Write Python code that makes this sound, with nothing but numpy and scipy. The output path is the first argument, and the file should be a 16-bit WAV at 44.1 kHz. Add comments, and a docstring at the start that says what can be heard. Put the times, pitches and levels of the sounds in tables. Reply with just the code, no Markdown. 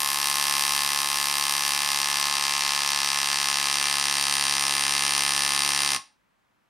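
"""Cordless auto-hammer driving a nail

Outdoors and close by, the tool drives a long nail into a plank. Its rotor lands two blows a turn,
about 70 a second and slightly uneven, so the buzz limps. Each blow is a crack, a bounce and a short
rattle in nail, plank and housing; the nail's fizz dulls as it sinks. Near the end the trigger is
let go and the yard rings briefly, over a faint far-off hum."""
import sys
import numpy as np
from scipy import signal
from scipy.io import wavfile
from scipy.ndimage import uniform_filter1d

SR = 44100
rng = np.random.default_rng(int(sys.argv[2]) if len(sys.argv) > 2 else 0)


def unload_wav(signal):
    """Save mono or channel-first audio to the path in sys.argv[1] as 16-bit WAV at rate SR, clipped to [-1, 1]."""
    wavfile.write(
        sys.argv[1],
        SR,
        np.round(np.clip(np.atleast_2d(signal).T, -1, 1) * 32767).astype(np.int16),
    )


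N = 295029
TIME = np.arange(N) / SR
HZ = np.fft.rfftfreq(4096, 1 / SR)  # the frequencies at which filters are drawn
FIRST_BLOW_S, RELEASE_S, STOP_S = 0.00394, 5.945, 5.968  # no blow starts after STOP_S

# How hard the hand leans on the tool. Each row: time in seconds, level in dB.
HAND_PRESSURE = [(0.0, -28), (0.54, -25.5), (1.07, -27), (2.23, -26), (5.19, -25), (5.93, -25.5)]


def amp(db):
    """Turns decibels into a gain."""
    return 10 ** (np.asarray(db) / 20)


def evened(x):
    """Scales a sound to an average (rms) level of 1."""
    return x / np.sqrt(np.mean(x ** 2) + 1e-20)


def read(points, hz=HZ):
    """Looks up values between the rows of a frequency table, on a pitch-like (log) scale."""
    row_hz, value = np.transpose(points)
    return np.interp(np.log(hz + 1), np.log(row_hz + 1), value)


def coloured(x, gain_db):
    """Filters a sound by one gain for each of HZ; it rings after a click, never before."""
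    log_gain = np.log(amp(np.maximum(gain_db, np.max(gain_db) - 90)))
    mirrored = np.concatenate([log_gain, log_gain[-2:0:-1]])
    taps = np.fft.ifft(np.exp(np.conj(signal.hilbert(mirrored)))).real
    return signal.oaconvolve(x, taps[:len(HZ)])[:len(x)]


def whitened(x):
    """Evens out lows and highs but keeps the buzz of the blows."""
    power = signal.welch(x, nperseg=2 * (len(HZ) - 1))[1]
    smooth = uniform_filter1d(uniform_filter1d(power, size=13), size=7)
    return coloured(x, -10 * np.log10(smooth + smooth.mean() / 1000))


def resonate(x, hz, width_hz):
    """Picks out a ringing note whose pitch follows the curve hz."""
    turn = np.exp(2j * np.pi * np.cumsum(hz) / SR)
    r = np.exp(-np.pi * width_hz / SR)
    return 2 * (turn * signal.lfilter([1 - r], [1, -r], x / turn + 1e-18)).real


def stage(mid_s, over_s):
    """Rises smoothly from 0 to 1 around the time mid_s."""
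    return 0.5 + 0.5 * np.tanh(2 * (TIME - mid_s) / over_s)


def wander(points=24):
    """A slow random drift, about 1 in size."""
    return evened(np.interp(TIME, np.linspace(0, TIME[-1], points), rng.standard_normal(points)))


def clicks(times, sizes):
    """Clean clicks at exact times in seconds, even between two samples."""
    place = times[:, None] * SR
    near = np.floor(place).astype(int) + np.arange(-8, 9)
    pulses = sizes[:, None] * np.sinc(near - place) * np.sinc((near - place) / 9)
    out = np.zeros(N)
    np.add.at(out, np.clip(near, 0, N - 1), pulses)
    return out


def rotor(free_hz=71.0745, sag_hz=0.7966, coast_s=0.13):
    """Counts the blows so far: the motor slows a little under load and coasts down when let go."""
    rate_hz = free_hz - sag_hz * stage(mid_s=2.92, over_s=0.99)
    rate_hz *= np.exp(-np.maximum(TIME - RELEASE_S, 0) / coast_s)
    limp_ms = 0.085 + 0.05 * wander()  # one blow lands early, the next one late
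    count = np.cumsum(rate_hz) / SR - rate_hz[0] * FIRST_BLOW_S
    return count + rate_hz * limp_ms / 1000 * np.cos(np.pi * count)


def blows(count, jitter_ms=0.056, uneven_db=0.23, loose_ms=0.11, loose_db=3, last_db=-2.5):
    """Each crack comes with the same chain of knocks, never quite alike; the last blow is weaker."""
    # The knocks of one blow: ram meets nail, ram bounces, plank gives, nail chatters in the sleeve,
    # housing shakes, spring rings, ram seats, rotor catches. Each row: delay in ms, level in dB,
    # pitch in Hz, width in octaves, fade time in ms, share that differs from blow to blow.
    contacts = [ (-0.2, 8, 3880, 0.56, 0.29, 0.017), (0.5, 5.5, 5720, 0.12, 0.55, 0.088),
                (-0.23, 7, 1090, 0.38, 0.54, 0.02), (0.46, -0.5, 20000, 1.11, 2.1, 0.67),
                (1.5, 6, 2000, 0.76, 2.3, 0.054), (5.5, 2, 4730, 0.069, 1.1, 0.063),
                (7, -4, 3370, 1.36, 2.8, 0.37), (8, -4, 5680, 0.42, 5.2, 0.43)]
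    times = TIME[1:][np.diff(np.floor(count)) > 0]
    times = times[times < STOP_S]
    times = times + jitter_ms / 1000 * rng.standard_normal(len(times))
    sizes = amp(uneven_db * rng.standard_normal(len(times)) + last_db * (times == times[-1]))
    out = clicks(times, sizes)
    ms = 1000 * TIME[:SR // 60]
    for delay_ms, db, hz, octaves, fade_ms, share in contacts:
        late, hard = share * rng.standard_normal((2, len(times)))
        hits = clicks(times + (delay_ms + loose_ms * late) / 1000, sizes * amp(loose_db * hard))
        fade = np.exp(-ms / fade_ms)
        band_db = np.maximum(-3 * (np.log2((HZ + 1) / hz) / octaves) ** 2, -40)
        # the ring is the same on every blow; the grit is fresh noise each time
        ring = coloured(signal.oaconvolve(hits, fade * rng.standard_normal(len(ms)))[:N], band_db)
        grit = coloured(signal.oaconvolve(hits, fade)[:N] * rng.standard_normal(N), band_db)
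        level = amp(db) * np.sqrt(np.mean(hits ** 2) * np.mean(amp(band_db) ** 2))
        out += level * (np.sqrt(1 - share) * evened(ring) + np.sqrt(share) * evened(grit))
    return out


def steel_smear(x, hz, width_hz):
    """The band around hz lingers in the steel, which blunts the crack but takes nothing away."""
    r = np.exp(-np.pi * width_hz / SR)
    poles = [1, -2 * r * np.cos(2 * np.pi * hz / SR), r * r]
    return signal.lfilter(poles[::-1], poles, x)


def sinking(bite_s=0.16):
    """Over time: the hand's push in dB, and how loose, gripped and deep the nail is, each 0 to 1."""
    push_db = np.interp(TIME, *np.transpose(HAND_PRESSURE))
    loose = np.exp(-TIME / bite_s)
    grip = stage(mid_s=2.05, over_s=0.98)
    deep = stage(mid_s=3.85, over_s=1.6)
    return push_db, loose, grip, deep


def hammer(count, yard_db=-11.5, whirr_db=-17, rattle_db=-0.22, sing_db=-5):
    """Blows and gear whirr set tool, nail and plank ringing; the tone changes as the nail sinks."""
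    # The broad tone of tool, nail and plank. Each row: frequency in Hz, level in dB.
    body_tone = [(60, -42.5), (300, -22), (520, -28.5), (700, -17.5), (950, -14), (1500, -16.5),
                 (3000, -18.5), (5000, -15.5), (6500, -16), (8000, -18.5), (10000, -12.5), (12300, -27),
                 (13600, -25), (14300, -30.5), (15700, -36.5)]
    # The notes they ring at. Each row: pitch in Hz, width in Hz, boost in dB.
    body_notes = [(852, 150, 9.04), (1073, 74, 15.6), (1239, 95, 10.8), (1745, 150, 11), (2050, 188, 11.2),
                  (2340, 77, 8.5), (2498, 120, 6.4), (2652, 216, 9.45), (2798, 175, 6.4), (3099, 173, 11.6),
                  (3417, 330, 7.5), (3870, 270, 10.1), (4210, 240, 5.5), (4460, 190, 5.6), (4583, 46, 7.9),
                  (4735, 120, 11.9), (5370, 570, 8.3), (5870, 375, 8.15), (6960, 33, 7.3), (8550, 440, 8.7),
                  (9267, 950, 11.5), (10560, 220, 3), (11700, 200, 5.8), (12840, 1100, 8.4)]
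    strikes = blows(count)
    strikes += amp(whirr_db) * strikes.std() * rng.standard_normal(N) * (TIME < STOP_S)
    strikes = whitened(strikes + amp(yard_db) * yard(strikes))
    notes_db = sum(db / (1 + (2 * (HZ - hz) / width) ** 2) for hz, width, db in body_notes)
    sound = steel_smear(coloured(strikes, read(body_tone) + notes_db), hz=5800, width_hz=1600)
    # A loose nail rings and fizzes more, on a lower note. The wood's grip then damps it, the fizz most.
    # Once deep, the short stiff nail sings higher and louder.
    push_db, loose, grip, deep = sinking()
    nail_hz = 8170 - 1100 * loose + 1170 * deep
    ring_db = -8 + 3 * loose - 3.5 * grip + 3.5 * deep
    fizz_db = -10.5 + 5.5 * loose - 6.5 * grip
    plank_db = -2.3 + 3 * loose - grip
    plank_hz = np.full(N, body_notes[1][0])
    sound += amp(sing_db) * resonate(sound, nail_hz, width_hz=750)
    sound += (amp(plank_db) - 1) * resonate(sound, plank_hz, width_hz=130)
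    # three bands, from low to high: rattle, ring, fizz
    rattle = signal.oaconvolve(sound, signal.firwin(63, 8000, fs=SR), "same")
    below_fizz = signal.oaconvolve(sound, signal.firwin(63, 10500, fs=SR), "same")
    nail = amp(ring_db) * evened(below_fizz - rattle) + amp(fizz_db) * evened(sound - below_fizz)
    return amp(push_db) * (amp(rattle_db) * evened(rattle) + nail)


def recoil(count, shake_db=-1, rumble_db=-5.5, fade_s=0.016, smear=0.2314):
    """Tool and plank shake at the blow rate and its multiples, over a low rumble."""
    # The tones of the shaking. Each row: multiple of the blow rate, level in dB.
    shake_tones = [(1, -16.5), (2, -3.5), (3, -8.5), (4, -1), (5, -7), (6, -22.5), (7, -7)]
    # The tone of the rumble. Each row: frequency in Hz, level in dB.
    rumble_tone = [(20, -16.5), (70, -17), (150, -6), (300, -6), (380, 4), (460, -5), (650, 5.5),
                   (1500, -43)]
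    # high and low bending waves travel at different speeds, which smears each thump
    shake = sum(amp(db) * np.cos(2 * np.pi * k * count + smear * k ** 2) for k, db in shake_tones)
    rumble = np.array([coloured(x, read(rumble_tone)) for x in rng.standard_normal((2, N))])
    push_db, _, grip, deep = sinking()
    thump_db = -23.5 - 2 * grip + 4.9 * deep  # a deep nail passes more of each blow to the plank
    level = amp(push_db + thump_db) * np.exp(-np.maximum(TIME - STOP_S, 0) / fade_s)
    return level * (amp(shake_db) * evened(shake) + amp(rumble_db) * evened(rumble))


def distant_hum(level_db=-70):
    """Steady far-off outdoor noise, partly alike in both ears."""
    # The tone of the hum. Each row: frequency in Hz, relative level in dB.
    hum_tone = [(18, -39), (30, -13.5), (49, -0.5), (81, -9.5), (119, -1.5), (147, -5.5), (185, 1.5),
                (426, -8.5), (1000, -3.5), (1240, -5.5), (1730, -7), (4540, -21), (15000, -30.5)]
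    # How alike the two sides are. Each row: frequency in Hz, likeness (1 means the same).
    likeness = [(60, -0.27), (380, 0.05), (2380, 0.52), (15000, 0.62)]
    left, other = rng.standard_normal((2, N))
    same = np.clip(read(likeness), 0.01, 0.99)
    right = coloured(left, 20 * np.log10(same)) + coloured(other, 10 * np.log10(1 - same ** 2))
    return amp(level_db) * np.array([evened(coloured(x, read(hum_tone))) for x in (left, right)])


def plank_scatter(x, level_db=-1, fade_s=0.023):
    """Sound scattered off the plank differs between the ears, which adds a little width."""
    # How strong the scatter is. Each row: frequency in Hz, gain in dB.
    scatter_tone = [(100, -33), (400, -2), (900, -13), (2000, -17.5), (5000, -16), (9000, -18),
                    (13000, -5.5)]
    echoes = rng.standard_normal(SR // 50) * np.exp(-TIME[:SR // 50] / fade_s)
    scattered = signal.oaconvolve(x, echoes / np.linalg.norm(echoes))[:N]
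    return amp(level_db) * coloured(scattered, read(scatter_tone))


def yard(x, gap_s=0.004):
    """Echoes from ground, car and walls, each band dying away at its own speed."""
    # How long the yard rings. Each row: frequency in Hz, seconds to fade by 60 dB.
    ring_times = [(200, 0.34), (600, 0.32), (1500, 0.27), (4000, 0.28), (9000, 0.25), (14000, 0.18)]
    echoes = rng.standard_normal(SR // 2) * (TIME[:SR // 2] > gap_s)
    hz, seconds, bands = signal.stft(echoes, SR, nperseg=256)
    fade = np.exp(-np.log(1000) * seconds / read(ring_times, hz)[:, None])
    tail = signal.istft(bands * fade, SR)[1]
    return signal.oaconvolve(x, tail / np.linalg.norm(tail))[:N]


def scene():
    """The tool works straight ahead, its bass leaning left, over the distant hum."""
    # Where the tool's sound sits. Each row: frequency in Hz, left level minus right level in dB.
    balance = [(60, 5), (120, 12.5), (240, 4), (480, -0.5), (950, 2), (1890, -0.5), (3770, 0.5), (7520, 0),
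               (15000, 1)]
    count = rotor()
    hammering = hammer(count)
    side = plank_scatter(hammering)
    left, right = hammering + recoil(count)
    lean = amp(read(balance))
    left = coloured(left, 20 * np.log10(2 * lean / (1 + lean)))
    right = coloured(right, 20 * np.log10(2 / (1 + lean)))
    return np.array([left + side, right - side]) + distant_hum()


def record(dry):
    """Cuts off the highest treble, above 15900 Hz."""
    low_pass = signal.firwin(511, 15900, window=("kaiser", 9), fs=SR)
    return signal.oaconvolve(dry, low_pass[None], "same", axes=1)


dry = scene()
out = record(dry)
unload_wav(out)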